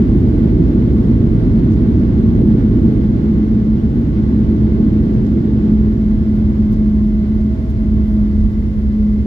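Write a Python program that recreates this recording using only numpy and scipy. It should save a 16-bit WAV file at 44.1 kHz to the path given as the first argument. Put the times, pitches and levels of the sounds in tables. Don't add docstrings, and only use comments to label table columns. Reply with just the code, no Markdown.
import sys
import numpy as np
from scipy import signal
from scipy.fft import rfft, irfft
from scipy.io import wavfile
from scipy.ndimage import uniform_filter1d, minimum_filter1d

SR = 44100
rng = np.random.default_rng(int(sys.argv[2]) if len(sys.argv) > 2 else 0)


def wrap_up_sound(samples):
    columns = np.atleast_2d(samples).T
    tamed = np.clip(columns, -1, 1)
    steps = np.round(tamed * 32767).astype(np.int16)
    wavfile.write(sys.argv[1], SR, steps)


N = 408366
TIME_S = np.arange(N) / SR
BINS_HZ = np.maximum(np.arange(N // 2 + 1) * SR / N, 1)

# frequency in Hz, relative density in dB.
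WHEEL_SPECTRUM = [(10, -33.5), (25, -26), (30, -20.5), (36, -12), (44, -2), (51, 1.5), (60, -1), (71, 6),
                  (82, -6.5), (95, -7.5), (115, -15.5), (170, -68.5)]
BOOM_SPECTRUM = [(55, -39), (80, -10), (97, 0.5), (122, 4), (145, -3.5), (160, 0.5), (198, -0.5), (220, -4),
                 (250, -26), (330, -67.5)]
ROAR_SPECTRUM = [(140, -43.5), (195, -13.5), (220, 2.5), (242, -0.5), (275, -5.5), (335, -5), (385, -13.5),
                 (430, -16.5), (515, -24), (590, -31.5), (650, -29.5), (720, -39), (1000, -49.5),
                 (2000, -95)]
RUSH_SPECTRUM = [(300, -23.5), (480, 3.5), (600, 6.5), (720, 0), (830, 2), (980, -4), (1090, -3),
                 (1260, -6), (1430, -4), (1700, -8), (2070, -11), (2300, -15), (2700, -35), (5000, -59.5)]
HISS_SPECTRUM = [(1500, -31), (2100, 3), (2450, 2.5), (3300, 2), (4400, -3.5), (5300, -8.5), (6300, -16),
                 (7400, -22.5), (8400, -29.5), (10000, -35.5), (16000, -53.5)]
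VENT_SPECTRUM = [(1500, -13.5), (1900, 3), (2080, 10), (2300, -4.5), (3200, -2), (5200, -3), (6300, -7),
                 (7400, -10.5), (8400, -21.5), (11000, -40.5)]
RUSTLE_SPECTRUM = [(4000, -22), (7400, -2.5), (8600, -5), (9400, -1.5), (11700, 0.6), (14000, -2.5),
                   (15700, 0), (17000, -24)]
TICK_SPECTRUM = [(1500, -17.5), (3500, -1), (6000, -3.5), (8500, -11.5), (11000, -7), (13500, -2.5),
                 (15500, 1), (17000, -19.5)]
RATTLE_SPECTRUM = [(2500, -9), (4500, -0.5), (6500, -3), (8000, -14), (10000, -34.5)]
# frequency in Hz, coherence between ears from 0 to 1, left minus right in dB.
EAR_COHERENCE = [(59.7, 0.98, -1.9), (120, 0.96, -1), (226, 1, 0), (354, 0.92, -3), (424, .76, -4.5),
                 (536, 0.2, -3.5), (650, 0, 0), (754, 0.2, 2), (880, 0, 0.5), (1100, 0.2, -2),
                 (1270, 0.5, -4), (1650, 0.1, -2.5), (1980, 0.1, -7), (2450, .08, 0.2), (3600, .06, -4),
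                 (7200, 0, -0.5), (8800, 0, 2.5), (12300, .05, 2.5), (15500, 0.3, 2)]
# frequency in Hz, left lead in radians.
EAR_PHASE = [(25, .38), (60, .47), (120, .27), (220, .09), (430, .13), (520, 1.6), (640, 1.4), (750, 2.3),
             (880, 1), (1080, .3), (1290, 3)]
# time in seconds, shaking level in dB.
ROUGHNESS_CURVE = [(0, -12.5), (1.2, -14), (2.9, -14.9), (3.7, -17), (4.7, -14), (5.4, -17.5), (6.2, -14),
                   (7.5, -15), (8.2, -13.5), (9.26, -14.5)]
# centre in seconds, wheel lift in dB, exhaust lift in dB.
RUNWAY_BUMPS = [(.6, 4, 1.5), (2.43, 2, 4), (2.87, 2.5, 2), (5.82, 4.5, 1), (7.97, 4.5, 1.5),
                (8.42, 5.5, 0)]
# time in seconds, level in dB.
THRUST_CURVE = [(0, -14), (2.6, -14), (3.5, -17.5), (4.0, -17), (5.0, -16), (5.6, -17), (6.1, -21),
                (6.5, -20), (7.0, -22.5), (8.0, -23), (8.6, -25.5), (9.26, -26)]
# centre in seconds, change in dB, width in seconds.
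FAN_SWELLS = [(2.5, 5.5, 0.15), (3.4, 4, 0.096), (3.95, -7, 0.38), (5.3, -5, .45), (5.72, 4, .12),
              (7.67, -12, 0.27), (7.88, 2.5, 0.21), (8.64, -4.5, 0.33), (9.03, 1.5, 0.11)]
# multiple of the drone, initial level in dB, wander in Hz, right phase in radians.
FAN_WHINES = [(2, -52, 5.9, -1.2), (5.02, -62, 10, -0.98), (9.75, -67, 45, -2.1), (13.97, -73, 2.2, -1.7)]
# centre in seconds, rustle lift in dB, width in seconds.
PANEL_CHAFES = [(.19, 3, .13), (.99, 2.5, .1), (1.39, 2, .14), (1.74, 1.5, .1), (2.46, 4, 0.13),
                (2.9, 3, 0.1), (5.3, 3, .2), (8.13, 3.5, 0.14)]
# start in seconds, level in dB, left minus right in dB, 60 dB decay in seconds.
TRIM_TICKS = [(.369, -61, 0, .015), (.396, -61, 0, .015), (.654, -56.5, 2, .02), (.678, -60, 2, .03),
              (1.44, -62, 2, .03), (1.722, -62.5, 2, .07), (2.79, -61, 2, .03), (2.93, -63, 1, .05),
              (3.232, -59, -3, .03), (6.357, -57, 8, .035), (6.724, -55, 14, .07), (7.702, -57, 13, .035)]
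# centre in seconds, level in dB, width in seconds.
PANEL_RATTLES = [(1.728, -60, .04), (5.152, -66.5, 0.044), (5.27, -65, .04), (6.73, -65, .04),
                 (7.41, -67, .03), (7.71, -63.5, .025), (8.27, -64, 0.027), (8.412, -63, .03)]
# frequency in Hz, level in dB.
MACHINE_HUMS = [(440, -45.5), (531, -51.5)]

BUMP_WIDTH_S = 0.081


def from_db(db):
    return 10 ** (np.asarray(db) / 20)


def unit_rms(x):
    return x / np.sqrt(np.mean(np.atleast_2d(x).mean(axis=0) ** 2) + 1e-20)


def per_sample(rows):
    return np.interp(TIME_S, *np.transpose(rows))


def per_bin(rows):
    hz, *columns = np.transpose(rows)
    return [np.interp(np.log(BINS_HZ), np.log(hz), column) for column in columns]


def spectrum_gain(spectrum):
    return from_db(per_bin(spectrum)[0]) / (1 + (BINS_HZ / spectrum[-1][0] / 2) ** 8)


def drift(rate_hz):
    return unit_rms(irfft(rfft(rng.standard_normal(N)) / (1 + (BINS_HZ / rate_hz) ** 2) ** 2, N))


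def bell(at_s, width_s):
    return .5 ** np.minimum((2 * (TIME_S - at_s) / width_s) ** 2, 20)


def swells_db(rows):
    return sum(db * bell(at_s, width_s) for at_s, db, width_s in rows)


def pan_gains(pan_db):
    return from_db(np.array([[.5], [-.5]]) * pan_db)


def cabin_noise(spectrum):
    coherence, pan_db = per_bin(EAR_COHERENCE)
    coherence = np.clip(coherence, 0, 1)
    lead_rad, = per_bin(EAR_PHASE)
    left, independent = rfft(rng.standard_normal((2, N)))
    right = (coherence * left + np.sqrt(1 - coherence ** 2) * independent) * np.exp(-1j * lead_rad)
    return unit_rms(irfft(np.array([left, right]) * pan_gains(pan_db) * spectrum_gain(spectrum), N))


def steadied(x, span_s):
    size = int(span_s * SR)
    power = uniform_filter1d(uniform_filter1d(x.mean(axis=0) ** 2, size), size)
    return x / np.sqrt(np.maximum(power, 1e-12))


def tone(hz, wander_hz, right_rad):
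    phase_rad = 2 * np.pi * np.cumsum(hz + wander_hz * drift(rate_hz=25)) / SR
    return np.sqrt(2) * np.sin(phase_rad + np.array([[0], [1]]) * right_rad)


def shaking_db(usual_db=-15):
    return per_sample(ROUGHNESS_CURVE) - usual_db


def thrust_db(full_db=-14):
    return per_sample(THRUST_CURVE) - full_db


def wheels(base_db=-18):
    bumps_db = swells_db((at_s, db, BUMP_WIDTH_S) for at_s, db, _ in RUNWAY_BUMPS)
    rumble = steadied(cabin_noise(WHEEL_SPECTRUM), span_s=0.16)
    return from_db(base_db + shaking_db() + bumps_db) * rumble


def exhaust(boom_db=-15, roar_db=-15):
    bumps_db = swells_db((at_s, db, BUMP_WIDTH_S) for at_s, _, db in RUNWAY_BUMPS)
    boom = from_db(boom_db + 0.95 * thrust_db()) * steadied(cabin_noise(BOOM_SPECTRUM), span_s=0.2)
    roar = from_db(roar_db + thrust_db()) * steadied(cabin_noise(ROAR_SPECTRUM), span_s=0.75)
    return from_db(bumps_db) * (boom + roar)


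def fans(start_hz=216.04, sag_hz_per_s=.44):
    pitch_hz = start_hz - sag_hz_per_s * TIME_S
    drone_db = np.interp(TIME_S, [1.8, 3.87], [-24, -15.5]) + swells_db(FAN_SWELLS)
    drone = from_db(drone_db + 1.1 * drift(rate_hz=11)) * tone(pitch_hz, wander_hz=.9, right_rad=-0.097)
    third_db = np.interp(TIME_S, [4.5, 8.15, 8.6], [-56.5, -45, -60.5]) + 2.2 * drift(rate_hz=14)
    third = from_db(third_db) * tone(3 * pitch_hz, wander_hz=3.5, right_rad=-1.2)
    fade_db = np.interp(TIME_S, [4.5, 9.26], [0, -3])
    whines = np.zeros((2, N))
    for multiple, level_db, wander_hz, right_rad in FAN_WHINES:
        gain = from_db(level_db + fade_db + 2.5 * drift(rate_hz=20))
        whines += gain * tone(multiple * pitch_hz, wander_hz, right_rad)
    return drone + third + whines


def skin_air(rush_db=-42.5, hiss_db=-56):
    buffet_db = 0.22 * shaking_db() + 0.66 * drift(rate_hz=27)
    rush = from_db(rush_db + .46 * thrust_db() + buffet_db) * cabin_noise(RUSH_SPECTRUM)
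    hiss = from_db(hiss_db + .45 * thrust_db() + buffet_db) * cabin_noise(HISS_SPECTRUM)
    return rush + hiss


def vents(level_db=-59.5):
    return from_db(level_db) * cabin_noise(VENT_SPECTRUM)


def rustle(base_db=-71, slip_decay_s=.002):
    slips_per_s = np.interp(TIME_S, [0, 3, 4, 9.26], [60, 60, 25, 18])
    slips = (rng.random(N) < slips_per_s / SR) * np.minimum(rng.exponential(.5, N), 1.6)
    bursts = signal.lfilter([1], [1, -np.exp(-1 / (slip_decay_s * SR))], slips + 1e-18)
    chafing = unit_rms((1 + bursts) * from_db(.6 * drift(rate_hz=60)))
    level_db = base_db + .7 * shaking_db() + swells_db(PANEL_CHAFES)
    return from_db(level_db) * chafing * cabin_noise(RUSTLE_SPECTRUM)


def ticks():
    noise = unit_rms(irfft(rfft(rng.standard_normal((2, N))) * spectrum_gain(TICK_SPECTRUM), N))
    envelope = np.zeros((2, N))
    for start_s, level_db, pan_db, t60_s in TRIM_TICKS:
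        start = int(start_s * SR)
        decay_db = 60 * np.minimum(TIME_S[:N - start] / t60_s, 2)
        envelope[:, start:] += pan_gains(pan_db) * from_db(level_db - decay_db)
    return envelope * noise


def rattles():
    bursts = sum(from_db(db) * bell(at_s, width_s) for at_s, db, width_s in PANEL_RATTLES)
    return bursts * from_db(3.7 * drift(rate_hz=200)) * cabin_noise(RATTLE_SPECTRUM)


def squeak(at_s=3.8, width_s=.035, hz=2880, level_db=-59.5):
    envelope = bell(at_s, width_s) * from_db(level_db + 4 * drift(rate_hz=390))
    return envelope * tone(hz, wander_hz=200, right_rad=-1)


def whistle(hz=2050, level_db=-65.5):
    envelope = np.interp(TIME_S, [5, 7.5], [0, 1]) * from_db(level_db + 3 * drift(rate_hz=40))
    return envelope * tone(hz, wander_hz=39.1, right_rad=-1.3)


def hums():
    fade_in = np.interp(TIME_S, [7.9, 8.6], [0, 1])
    return fade_in * sum(from_db(db + 2.8 * drift(rate_hz=12)) * tone(hz, wander_hz=2.2, right_rad=-0.37)
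                         for hz, db in MACHINE_HUMS)


def scene():
    machinery = exhaust() + fans() + hums()
    airflow = skin_air() + vents() + whistle()
    return wheels() + machinery + airflow + rustle() + ticks() + rattles() + squeak()


def record(dry):
    window_samples, fade_s, cutoff_hz = 441, .001, 15800
    headroom = np.minimum(1, 1 / (np.abs(dry).max(axis=0) + 1e-9))
    held = minimum_filter1d(headroom, 2 * window_samples)
    gain = uniform_filter1d(uniform_filter1d(held, window_samples), window_samples)
    fades = np.minimum(1, np.minimum(TIME_S, TIME_S[::-1]) / fade_s)
    lowpass = signal.ellip(10, .1, 80, cutoff_hz, fs=SR, output="sos")
    return signal.sosfilt(lowpass, dry * gain * fades)


dry = scene()
out = record(dry)
wrap_up_sound(out)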